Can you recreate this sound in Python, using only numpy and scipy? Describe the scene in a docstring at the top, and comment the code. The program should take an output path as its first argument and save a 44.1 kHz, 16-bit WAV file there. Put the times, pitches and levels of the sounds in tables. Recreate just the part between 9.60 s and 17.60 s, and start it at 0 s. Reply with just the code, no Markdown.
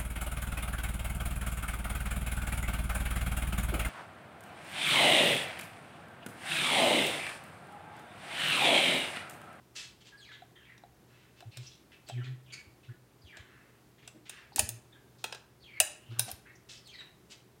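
"""A rifle bolt is worked by hand, close by, in a small wooden room with a quiet, steady drone.
First the bolt is eased forward: steel slides, clicks and rings, and the held rifle knocks softly.
From half a second on, a faint bird chirps now and then; from about 2 s a low hum comes and goes.
Near 5 s the bolt closes with a hard click, and the sharpest snap follows at 6.2 s.
Last, the opened bolt scrapes past its catch and is drawn back."""
import sys
import numpy as np
from scipy import signal
from scipy.fft import rfft, irfft, next_fast_len
from scipy.io import wavfile
from scipy.ndimage import uniform_filter1d

SR = 44100
rng = np.random.default_rng(int(sys.argv[2]) if len(sys.argv) > 2 else 0)


def generate_wav(signal):
    """Clip the signal to [-1, 1] and save it as 16-bit WAV at the path in sys.argv[1]."""
    frames = np.transpose(np.atleast_2d(signal))
    scaled = np.clip(frames, -1, 1) * 32767
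    pcm = np.round(scaled).astype(np.int16)
    wavfile.write(sys.argv[1], SR, pcm)


N = 352800  # 8 seconds

# Steel hits steel. Brightness is the high tick compared with the middle clack.
# Slack runs from 0 (bolt locked) to 1 (bolt loose).
# start_s, level_db, bright_db, ring_db, slack, ping_hz, ping_db, top_treble_db
BOLT_CLICKS = [(1.178, -54, -14, -8, 0.9, 7300, -8, -6), (1.805, -48.5, -13, -6, 0.56, 8000, 0, 2),
               (1.971, -44.5, -2.5, -10, 0.71, 7360, 3, -4), (2.487, -44.5, -6, -15, 0.4, 7800, 5, 0),
               (2.4963, -42.5, -10, 1, 0.31, 7900, 10, -7), (3.7695, -46, -11, 0, 0.43, 7450, 5, -6),
               (4.476, -45, -1, -2, 0.17, 7730, 5, -4), (4.695, -44, 5.5, -4.5, 0.26, 9080, 6.5, -2),
               (4.96, -37.5, 10, -6, 0.29, 8900, -2, 2), (4.9907, -45, 17.5, -11, 0.11, 9610, 1.5, -4),
               (4.9933, -24, 7.5, -4, 0.055, 9650, 6, 3), (5.09, -41, 11.5, -11.5, 0.25, 9540, 1, 4),
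               (5.6407, -28, -9, -10.5, 0.4, 8800, 1, 1.5), (5.7242, -35, -14.5, 6.5, 0.85, 9200, -3, -13),
               (5.7472, -42.5, -10.5, -5, 0.85, 8600, -5, -8), (6.201, -18.5, 2.5, 0, .025, 9560, 10.5, 3),
               (6.594, -28, 8, 10.5, 1, 9060, 10.5, 2.5), (6.704, -58, 10, -11, 0.7, 13000, 9, 1),
               (6.7144, -44, 7, -3, .62, 9600, 17, 1), (6.715, -55, 17, -9, 0.58, 12660, 7, 6),
               (7.274, -60.5, 3, -9.5, 0.65, 8760, -6, -2)]
# The tones the steel rings with. A t60 is the time a sound takes to fade by 60 dB.
# pitch_hz, locked_db, loose_db, t60_s
STEEL_TONES = [(630, -0.5, -15, 0.059), (805, -15, -11.5, .03), (1580, -25.5, -9, 0.036),
               (1940, -9, -28, 0.028), (2610, 1, -19, 0.054), (2880, -8.5, -21.5, 0.034),
               (2995, -11.5, -21, 0.022), (3740, -21, -5, 0.054), (5700, -18.5, 0.5, 0.013),
               (7000, -11.5, -30, .03), (7200, -11, -35, 0.025), (7790, -13.5, -28, 0.025),
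               (8600, -10, -1, 0.0079), (10530, -13.5, -5, 0.034), (11010, -13, 2.5, 0.03),
               (12560, -5, 2, 0.011), (13480, -16.5, 0.5, 0.017), (15050, -7, -3.5, 0.016)]
# How strong the rattle in a click is, from bass to treble: pitch_hz, locked_db, loose_db
RATTLE_SHAPE = [(100, -28, -30.5), (298, -13.5, -19.5), (580, -0.5, -4), (775, -4.5, -3.5),
                (1180, -13.5, -11), (1610, -7.5, -2.5), (1840, -2, -12), (2150, -19, -11),
                (2600, 3.5, -2.5), (3110, -8.5, -6.5), (3750, -5, 6.5), (4700, -11.5, -5), (4870, -4, 3),
                (5730, -10, 1.5), (6850, -1.5, -4.5), (8350, -1, -7), (8660, 1, -0.5), (10100, -11.5, -6),
                (10800, -10.5, -5.5), (16000, -14, -5.5)]
CLICK_S = 0.35
THUD_DB, THUD_PER_BRIGHT = -12, -0.21  # a bright, glancing click has less thud
SNAP_DB, SNAP_PER_BRIGHT = 32, 0.4  # and more snap

# The bolt slides along its guide: start_s, rise_s, fade_s, level_db, centre_hz, width_octaves
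BOLT_STROKES = [(.149, 0.014, 0.125, -43.5, 3470, 1.1), (0.402, 0.01, 0.03, -59, 2900, 0.81),
                (.44, .03, .05, -56, 3200, .95), (1.45, 0.088, 0.28, -66.5, 1860, 0.94),
                (1.756, 0.029, 0.023, -62.5, 2920, 0.84), (1.97, 0.07, 0.15, -58.5, 3660, 1),
                (2.317, 0.0026, 0.06, -58, 2350, 0.62), (2.462, 0.033, 0.0095, -53, 3300, 1.1),
                (3.228, 0.0093, 0.063, -63.5, 2740, 0.6), (3.77, 0.15, 0.29, -63.5, 1620, 0.54),
                (4.653, .0034, 0.17, -57, 2495, 0.77), (6.498, 0.014, 0.08, -59.5, 2960, .6),
                (7.087, 0.0053, 0.11, -50.5, 3570, 1.02), (5.58, .01, 0.061, -64.5, 4450, 0.71),
                (7.695, 0.025, 0.028, -49.5, 3500, 1.2)]
# Harsh scrapes as the bolt passes its catch: start_s, rise_s, fade_s, level_db, centre_hz
CATCH_SCRAPES = [(4.96, 0.022, 0.027, -39, 5100), (6.586, 0.0096, 0.0027, -33, 9500),
                 (6.672, 0.014, 0.024, -45, 1690)]
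SCRAPE_OCTAVES = 3
# Thin squeaks of steel: start_s, level_db, centre_hz
STEEL_SQUEAKS = [(2.065, -49.5, 5370), (2.115, -57, 3740), (4.927, -59, 4440), (6.951, -62.5, 5870),
                 (7.172, -55, 5000)]
SQUEAK_RISE_S, SQUEAK_FADE_S, SQUEAK_OCTAVES = 0.0036, 0.023, 0.16
# The hand rubs on the rifle: start_s, level_db
HAND_RUBS = [(1.39, -58.5), (4.531, -54.5), (4.945, -50.5), (4.99, -49), (6.653, -57)]
RUB_RISE_S, RUB_FADE_S, RUB_HZ, RUB_OCTAVES = 0.021, 0.035, 233, 0.75

# Dull knocks of the held rifle: start_s, level_db
RIFLE_KNOCKS = [(.821, -49), (1.237, -50.5), (1.825, -49.5), (2.498, -41.5), (4.921, -56), (4.983, -35.5),
                (4.996, -37.5), (6.209, -37.5), (6.681, -46), (6.692, -46.5)]
# The tones of the rifle's frame: multiple_of_lowest_pitch, level_db, t60_s
FRAME_TONES = [(1, 5.5, 0.06), (1.1, -2.5, 0.097), (2, -3.5, 0.016), (3.25, -17, 0.06),
               (4.749, -8.5, 0.013), (5.5, -2.5, .018)]
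FRAME_HZ, PRESSED_FRAME_HZ = 714, 807  # the lowest pitch rises while the palm presses
PALM_START_S, PALM_END_S = 4.3, 5.2

# Bird whistles that slide down, then hold: start_s, length_s, last_hz, level_db, overtone_db
BIRD_SLURS = [(0.569, 0.16, 1490, -57, -8), (2.461, 0.17, 1370, -57.5, -24),
              (3.613, 0.16, 1614, -58, -16.5), (5.999, 0.22, 2175, -55, -20), (7.239, 0.125, 1880, -55, -9)]
SLUR_TOP_HZ, SLUR_OCTAVES_PER_S, SLUR_STEPS_PER_S, SLUR_SWELL_DB = 5214, 12, 26, 11.5
# Short, gliding chirps: start_s, length_s, first_hz, last_hz, level_db, roughness (0 to 1)
BIRD_CHIRPS = [(0.514, 0.052, 1622, 1655, -55.5, 0.27), (0.644, 0.036, 3680, 4700, -57, .5),
               (0.722, 0.044, 3760, 3290, -54, 0.59), (0.948, 0.097, 1947, 1496, -64, 0.54),
               (0.952, 0.094, 3580, 2605, -63.5, 0.44), (1.039, 0.036, 3180, 3310, -62.5, 0.5),
               (1.045, 0.13, 2370, 1670, -60, 0.77), (2.549, .06, 3280, 2710, -61, 0.64),
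               (2.61, 0.035, 2870, 3145, -56.5, 0.26), (2.854, 0.059, 3510, 2200, -63, 0.76),
               (2.897, 0.038, 2745, 2850, -56, 0.97), (2.944, .055, 2290, 2194, -55.5, 0.75),
               (3.283, 0.049, 1560, 1900, -60.5, 0.6), (5.316, 0.071, 1747, 1560, -64, 0.43),
               (5.319, 0.043, 3515, 3280, -62.5, 0.36), (6.415, 0.18, 2960, 2825, -66, 0.48),
               (6.498, 0.12, 1482, 1423, -60.5, 0.95), (6.846, 0.048, 1667, 2250, -57.5, 0.8),
               (6.881, 0.042, 2128, 1740, -57, 0.8), (7.326, 0.045, 4500, 4030, -53.5, 0.62),
               (7.382, 0.04, 3940, 3800, -47.5, 0.17)]
# Hoarse, sinking calls with two voices at once: start_s, length_s, middle_hz, level_db
BIRD_CHATTER = [(0.704, 0.06, 2028, -56.5), (1.909, 0.13, 2535, -61), (2.629, 0.063, 2136, -55),
                (3.754, 0.081, 1975, -60.5), (4.376, 0.11, 1997, -65.5), (4.69, 0.16, 1728, -59),
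                (7.376, 0.055, 1883, -55.5)]
SECOND_VOICE_RATIO, SECOND_VOICE_DB = 1.6, -2.5
SQUAWK_START_S, SQUAWK_DB = 2.918, -41.5

# Swells of the low hum: start_s, length_s, pitch_hz, level_db
HUM_SWELLS = [(1.85, 0.055, 112.5, -43.5), (1.96, 0.081, 122.6, -42.5), (2.515, 0.14, 122.5, -35),
              (2.641, .12, 129.3, -40), (3.276, 0.053, 120, -42), (5.055, 0.14, 114.7, -47),
              (6.481, 0.079, 115.7, -41), (6.548, .12, 116.8, -42.5)]
# Soft, low bumps, all of one length and pitch: start_s, level_db
LOW_BUMPS = [(3.06, -55), (3.635, -50.5), (3.786, -50), (4.983, -41.5), (5.02, -38), (6.208, -52.5),
             (6.72, -49)]
BUMP_S, BUMP_HZ = 0.031, 87.3

# The ringing parts face the listener, so less of their pitch reaches the walls: pitch_hz, gain_db
STEEL_TO_WALLS = [(620, -4), (1500, 2), (2900, -4), (7000, 0), (9500, -6), (11000, -3), (15000, 0)]
# How long the room's echo lasts: pitch_hz, t60_s
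ECHO_TIMES = [(150, 0.59), (700, 0.48), (2800, 0.43), (6000, 0.33), (10000, 0.33), (16000, 0.12)]
# The noise of the still room, from bass to treble: pitch_hz, level_db
AIR_SHAPE = [(25, -19.5), (45, -1), (75, 3.5), (100, -3), (120, 5.5), (160, 2.5), (260, -1.5), (370, 2),
             (500, -6), (1000, -10), (3000, -18), (7000, -22), (16000, -24.5)]


def bolt_clicks():
    """Steel parts strike each other as the bolt moves; each hit has its own strength and brightness."""
    out = np.zeros(N)
    for start_s, db, bright_db, ring_db, slack, ping_hz, ping_db, top_db in BOLT_CLICKS:
        struck_part = amp(ping_db) * ping(ping_hz, slack, palm_presses(start_s))
        sound = click(bright_db, ring_db, slack, struck_part)
        # Each click has its own amount of top treble.
        sound = colour(sound, [(9600, 0), (11000, top_db)])
        # Set each click's thud, clack and high tick; bright clicks have less thud.
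        thud_db = db + THUD_DB + THUD_PER_BRIGHT * bright_db
        bands = [(400, 1200, thud_db), (1200, 6000, db), (6000, 16000, db + bright_db)]
        add(out, start_s, set_band_levels(sound, bands))
    return out


def click(bright_db, ring_db, slack, struck_part, crack_t60=0.02, rattle_t60=0.062, rise_s=0.00076):
    """Steel touches, snaps into place, rattles and rings; the slack of the bolt changes its tone."""
    t = seconds(CLICK_S)
    contact = (fade(t, crack_t60, db=16) + fade(t, rattle_t60, db=8)) * rng.standard_normal(len(t))
    snap_sample = round(0.00092 * SR)  # just after the first touch
    contact[snap_sample] += amp(SNAP_DB + SNAP_PER_BRIGHT * bright_db)
    shape = [(hz, locked + slack * (loose - locked)) for hz, locked, loose in RATTLE_SHAPE]
    tones = [(hz, locked + slack * (loose - locked), t60) for hz, locked, loose, t60 in STEEL_TONES]
    sound = colour(contact, shape) + amp(ring_db) * ring(t, tones) + struck_part
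    return travel_through_steel(sound * (1 - np.exp(-t / rise_s)))


def ping(hz, slack, held, free_t60=0.055, damped_t60=0.007, linger_t60=0.8):
    """A small struck part rings briefly; it sings on only with the bolt locked and the palm away."""
    t = seconds(CLICK_S)
    freedom = 0 if held else np.exp(-slack / 0.12)
    t60 = damped_t60 + freedom * (free_t60 - damped_t60)
    flash = free_t60 / t60 * fade(t, t60)  # a shorter flash starts louder
    afterring = freedom * fade(t, linger_t60, db=-44)
    return (flash + afterring) * np.sin(2 * np.pi * hz * t)


def ring(t, tones, pitch_spread=0.005):
    """The fading tones of a struck part; the grip and the spot hit change them a little each time."""
    out = np.zeros(len(t))
    for hz, db, t60 in tones:
        loudness = fade(t, t60, db + rng.normal(0, 1))
        wave = np.sin(2 * np.pi * hz * rng.normal(1, pitch_spread) * t)
        out += loudness * wave * rng.choice([-1, 1])
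    return out


def travel_through_steel(x, lag_scale_s=0.002406):
    """Bending waves in steel carry treble faster than bass, so the low part of a click comes later."""
    khz = np.fft.rfftfreq(2 * len(x), 1 / SR) / 1000
    delay_s = lag_scale_s * np.maximum(1 / np.sqrt(khz + 0.5) - 1 / 3, 0)
    phase_lag = np.pi * np.cumsum(delay_s) * SR / len(x)
    return irfft(rfft(x, 2 * len(x)) * np.exp(-1j * phase_lag))[:len(x)]


def friction(grain_db=2.5, steel_db=-18, dull_above_hz=7790, fall_db_per_octave=18):
    """Sliding surfaces make a spray of tiny slips, heard as a hiss that also sets the steel ringing."""
    out = np.zeros(N)
    steel = ring(seconds(0.1), [(hz, locked, t60) for hz, locked, _, t60 in STEEL_TONES])
    hz = np.geomspace(100, 20000, 40)
    treble_db = -fall_db_per_octave * np.maximum(np.log2(hz / dull_above_hz), 0)
    moves = BOLT_STROKES + [(*row, SCRAPE_OCTAVES) for row in CATCH_SCRAPES]
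    for start_s, db, centre_hz in STEEL_SQUEAKS:
        moves.append((start_s, SQUEAK_RISE_S, SQUEAK_FADE_S, db, centre_hz, SQUEAK_OCTAVES))
    for start_s, db in HAND_RUBS:
        moves.append((start_s, RUB_RISE_S, RUB_FADE_S, db, RUB_HZ, RUB_OCTAVES))
    for start_s, rise_s, fade_s, db, centre_hz, octaves in moves:
        t = seconds(rise_s + 2 * fade_s)
        slips = unit(rng.standard_normal(len(t)) * amp(grain_db * wander(len(t), 900)))
        ringing = unit(signal.fftconvolve(slips, steel)[:len(t)])
        # The hiss is strongest at its centre pitch and falls away on both sides.
        hump_db = -36 * np.log10(1 + (np.log2(hz / centre_hz) / octaves) ** 2 / 2)
        hiss = unit(colour(slips + amp(steel_db) * ringing, np.c_[hz, treble_db + hump_db]))
        rise = np.minimum(t / rise_s, 1)
        fall = np.exp(-2 * (np.maximum(t - rise_s, 0) / fade_s) ** 2)
        add(out, start_s, amp(db) * rise * fall * hiss)
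    return out


def knocks(rise_s=0.00026):
    """The rifle's frame gives dull knocks, which the hands soon muffle."""
    out = np.zeros(N)
    t = seconds(0.2)
    for start_s, db in RIFLE_KNOCKS:
        lowest_hz = PRESSED_FRAME_HZ if palm_presses(start_s) else FRAME_HZ
        tones = [(lowest_hz * multiple, tone_db, t60) for multiple, tone_db, t60 in FRAME_TONES]
        add(out, start_s, amp(db) * ring(t, tones) * (1 - np.exp(-t / rise_s)))
    return out


def palm_presses(time_s):
    """Tells whether the palm lies on the steel at this moment."""
    return PALM_START_S < time_s < PALM_END_S


def bird(dull_above_hz=8500):
    """A bird whistles, chirps, chatters and squawks once; distance dulls its treble."""
    out = np.zeros(N)
    for start_s, length_s, last_hz, db, overtone_db in BIRD_SLURS:
        t = seconds(length_s)
        step_speed = 2 * np.pi * SLUR_STEPS_PER_S
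        stepped_time = t + np.sin(step_speed * t) / step_speed  # the pitch falls in little steps
        hz = np.maximum(SLUR_TOP_HZ * 2 ** (-SLUR_OCTAVES_PER_S * stepped_time), last_hz)
        swell = amp(db + SLUR_SWELL_DB * (t / length_s - 0.5))
        add(out, start_s, swell * whistle(hz, rough=0.38, overtone_db=overtone_db))
    for start_s, length_s, first_hz, last_hz, db, rough in BIRD_CHIRPS:
        hz = np.geomspace(first_hz, last_hz, len(seconds(length_s)))
        add(out, start_s, amp(db) * whistle(hz, rough, overtone_db=-20))
    for start_s, length_s, middle_hz, db in BIRD_CHATTER:
        hz = sinking_pitch(middle_hz, length_s)
        for ratio, voice_db in [(1, 0), (SECOND_VOICE_RATIO, SECOND_VOICE_DB)]:
            add(out, start_s, amp(db + voice_db) * whistle(ratio * hz, rough=1, overtone_db=-11))
    hz = sinking_pitch(middle_hz=2190, length_s=0.045)
    squawk = whistle(hz, rough=0.55, overtone_db=-1, flicker_db=-4.5, upper_db=-2.5)
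    add(out, SQUAWK_START_S, amp(SQUAWK_DB) * squawk * signal.windows.cosine(len(squawk)))
    return signal.sosfilt(signal.butter(3, dull_above_hz, fs=SR, output="sos"), out)


def whistle(hz, rough, overtone_db, flicker_db=3.5, upper_db=-6, waver=0.059, rasp=0.1, edge_s=0.011):
    """One bird note with five overtones follows a pitch curve; fast flutter makes it hoarse."""
    size = len(hz)
    hz = hz * (1 + waver * rough * wander(size, 72) + rasp * rough * wander(size, 550))
    phase = 2 * np.pi * np.cumsum(hz) / SR
    tone = sum(amp(k * overtone_db + upper_db * max(k - 1, 0)) * np.sin((k + 1) * phase)
               for k in range(6))
    flutter = 1 + rough * wander(size, 890)
    flicker = amp(flicker_db * wander(size, 43))
    soft_edges = signal.windows.tukey(size, 2 * edge_s * SR / size)
    return unit(tone * flutter * flicker) * soft_edges


def sinking_pitch(middle_hz, length_s, octaves_per_s=1.3):
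    """The pitch of a call that sinks steadily."""
    return middle_hz * 2 ** (-octaves_per_s * (seconds(length_s) - length_s / 2))


def low_hum(overtone_db=-24, boom_hz=127, boom_t60=1.0, boom_db=-6):
    """Low, nearly pure swells and bumps; the room booms along at a bass note of its own."""
    loudness, pitch_hz = np.zeros(N), np.zeros(N)
    bumps = [(start_s, BUMP_S, BUMP_HZ, db) for start_s, db in LOW_BUMPS]
    for start_s, length_s, hz, db in sorted(HUM_SWELLS + bumps):
        swell = np.sin(np.pi * seconds(length_s) / length_s)
        add(loudness, start_s, np.sqrt(2) * amp(db) * swell)
        pitch_hz[round(start_s * SR):][:len(swell)] = hz
    phase = 2 * np.pi * np.cumsum(pitch_hz) / SR
    overtones = (np.sin(2 * phase) + np.sin(3 * phase)) * wander(N, 34)
    hum = loudness * (np.sin(phase) + amp(overtone_db) * overtones)
    t = seconds(1)
    decay = fade(t, boom_t60)
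    boom = 2 * decay * np.cos(2 * np.pi * boom_hz * t) / decay.sum()
    return hum + amp(boom_db) * signal.fftconvolve(hum, boom)[:N]


def shifting_echo(x, cycle_s=2.3, patterns=4):
    """Hands and rifle keep moving, so one pattern of echoes blends into the next."""
    turns = np.arange(N) / SR / cycle_s
    shares = (np.maximum(np.cos(2 * np.pi * (turns + k / patterns)), 0) for k in range(patterns))
    return sum(wall_echo(x * share) for share in shares)


def wall_echo(x, first_s=0.004, build_s=0.0025, density=0.15):
    """Sound bounces many times off the wooden walls; the treble dies sooner than the bass."""
    build_up = np.clip((seconds(1) - first_s) / build_s, 0, 1)
    bounces = rng.standard_normal(SR) * (rng.random(SR) < density) * build_up
    hz, t, bands = signal.stft(bounces, SR, nperseg=256)
    decay = fade(t, look_up(ECHO_TIMES, hz)[:, None])
    _, tail = signal.istft(bands * decay, SR, nperseg=256)
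    return signal.fftconvolve(x, tail / np.linalg.norm(tail))[:N]


def room_tone(air_db=-62.5, drone_hz=121.3, drone_db=-68.5):
    """Soft air noise and the wavering drone of an appliance."""
    air = unit(colour(rng.standard_normal(N), AIR_SHAPE)) * amp(0.5 * wander(N, 2.6))
    phase = 2 * np.pi * drone_hz * np.arange(N) / SR + 0.22 * wander(N, 4.1)
    return amp(air_db) * air + amp(drone_db) * np.sqrt(2) * np.sin(phase)


def amp(db):
    """Turns decibels into a number to multiply by."""
    return 10 ** (np.asarray(db) / 20)


def fade(t, t60, db=0):
    """A loudness curve that starts at db and drops 60 dB every t60 seconds."""
    return amp(db - 60 * t / t60)


def unit(x):
    """Scales a signal to an average level (rms) of 1."""
    return x / np.sqrt(np.mean(x ** 2) + 1e-20)


def seconds(length_s):
    """The time of each sample in a sound."""
    return np.arange(int(length_s * SR)) / SR


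def add(mix, start_s, sound):
    """Mixes a sound in at its start time."""
    part = mix[max(round(start_s * SR), 0):][:len(sound)]
    part += sound[:len(part)]


def wander(size, hz):
    """A random wobble of average size 1; hz sets roughly how fast it can move."""
    padded = size + SR // 4
    keep_slow = np.exp(-(np.fft.rfftfreq(padded, 1 / SR) / hz) ** 2)
    return unit(irfft(rfft(rng.standard_normal(padded)) * keep_slow))[:size]


def look_up(points, hz):
    """Reads between the rows of a (pitch_hz, value) table, with octaves evenly spaced."""
    table_hz, values = np.transpose(points)
    return np.interp(np.log(hz + 1), np.log(table_hz + 1), values)


def colour(x, points):
    """Turns pitches up or down by a (pitch_hz, gain_db) table, with no ringing ahead of a hit."""
    size = next_fast_len(len(x) + 4096)
    log_gain = np.log(amp(look_up(points, abs(np.fft.fftfreq(size, 1 / SR)))))
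    response = np.exp(np.conj(signal.hilbert(log_gain)))
    return np.fft.ifft(np.fft.fft(x, size) * response).real[:len(x)]


def set_band_levels(x, bands):
    """Brings the loudest moment of each (low_hz, high_hz, level_db) band close to its level."""
    gains = []
    for low_hz, high_hz, db in bands:
        band = signal.sosfilt(signal.butter(3, [low_hz, high_hz], "band", fs=SR, output="sos"), x)
        peak = np.sqrt(uniform_filter1d(band ** 2, 256).max())
        gains.append((np.sqrt(low_hz * high_hz), db - 20 * np.log10(peak)))
    return colour(x, gains)


def scene(bolt_echo_db=-9, knock_echo_db=-16, slide_echo_db=-6, bird_direct_db=-2, bird_echo_db=-5):
    """The rifle is near and has little echo; much of the bird's sound comes by way of the walls."""
    steel, frame, rubbing, song = bolt_clicks(), knocks(), friction(), bird()
    direct = steel + frame + rubbing + amp(bird_direct_db) * song
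    to_walls = (amp(bolt_echo_db) * colour(steel, STEEL_TO_WALLS) + amp(knock_echo_db) * frame
                + amp(slide_echo_db) * rubbing + amp(bird_echo_db) * song)
    return (direct + shifting_echo(to_walls) + low_hum() + room_tone())[None]


def record(dry, low_cut_hz=41.5, high_cut_hz=16100):
    """Takes away the deepest bass and the highest treble."""
    bass_cut = signal.butter(5, low_cut_hz, "high", fs=SR, output="sos")
    treble_cut = signal.firwin(301, high_cut_hz, window=("kaiser", 9), fs=SR)
    return signal.oaconvolve(signal.sosfilt(bass_cut, dry), treble_cut[None], "same")


dry = scene()
out = record(dry)
generate_wav(out)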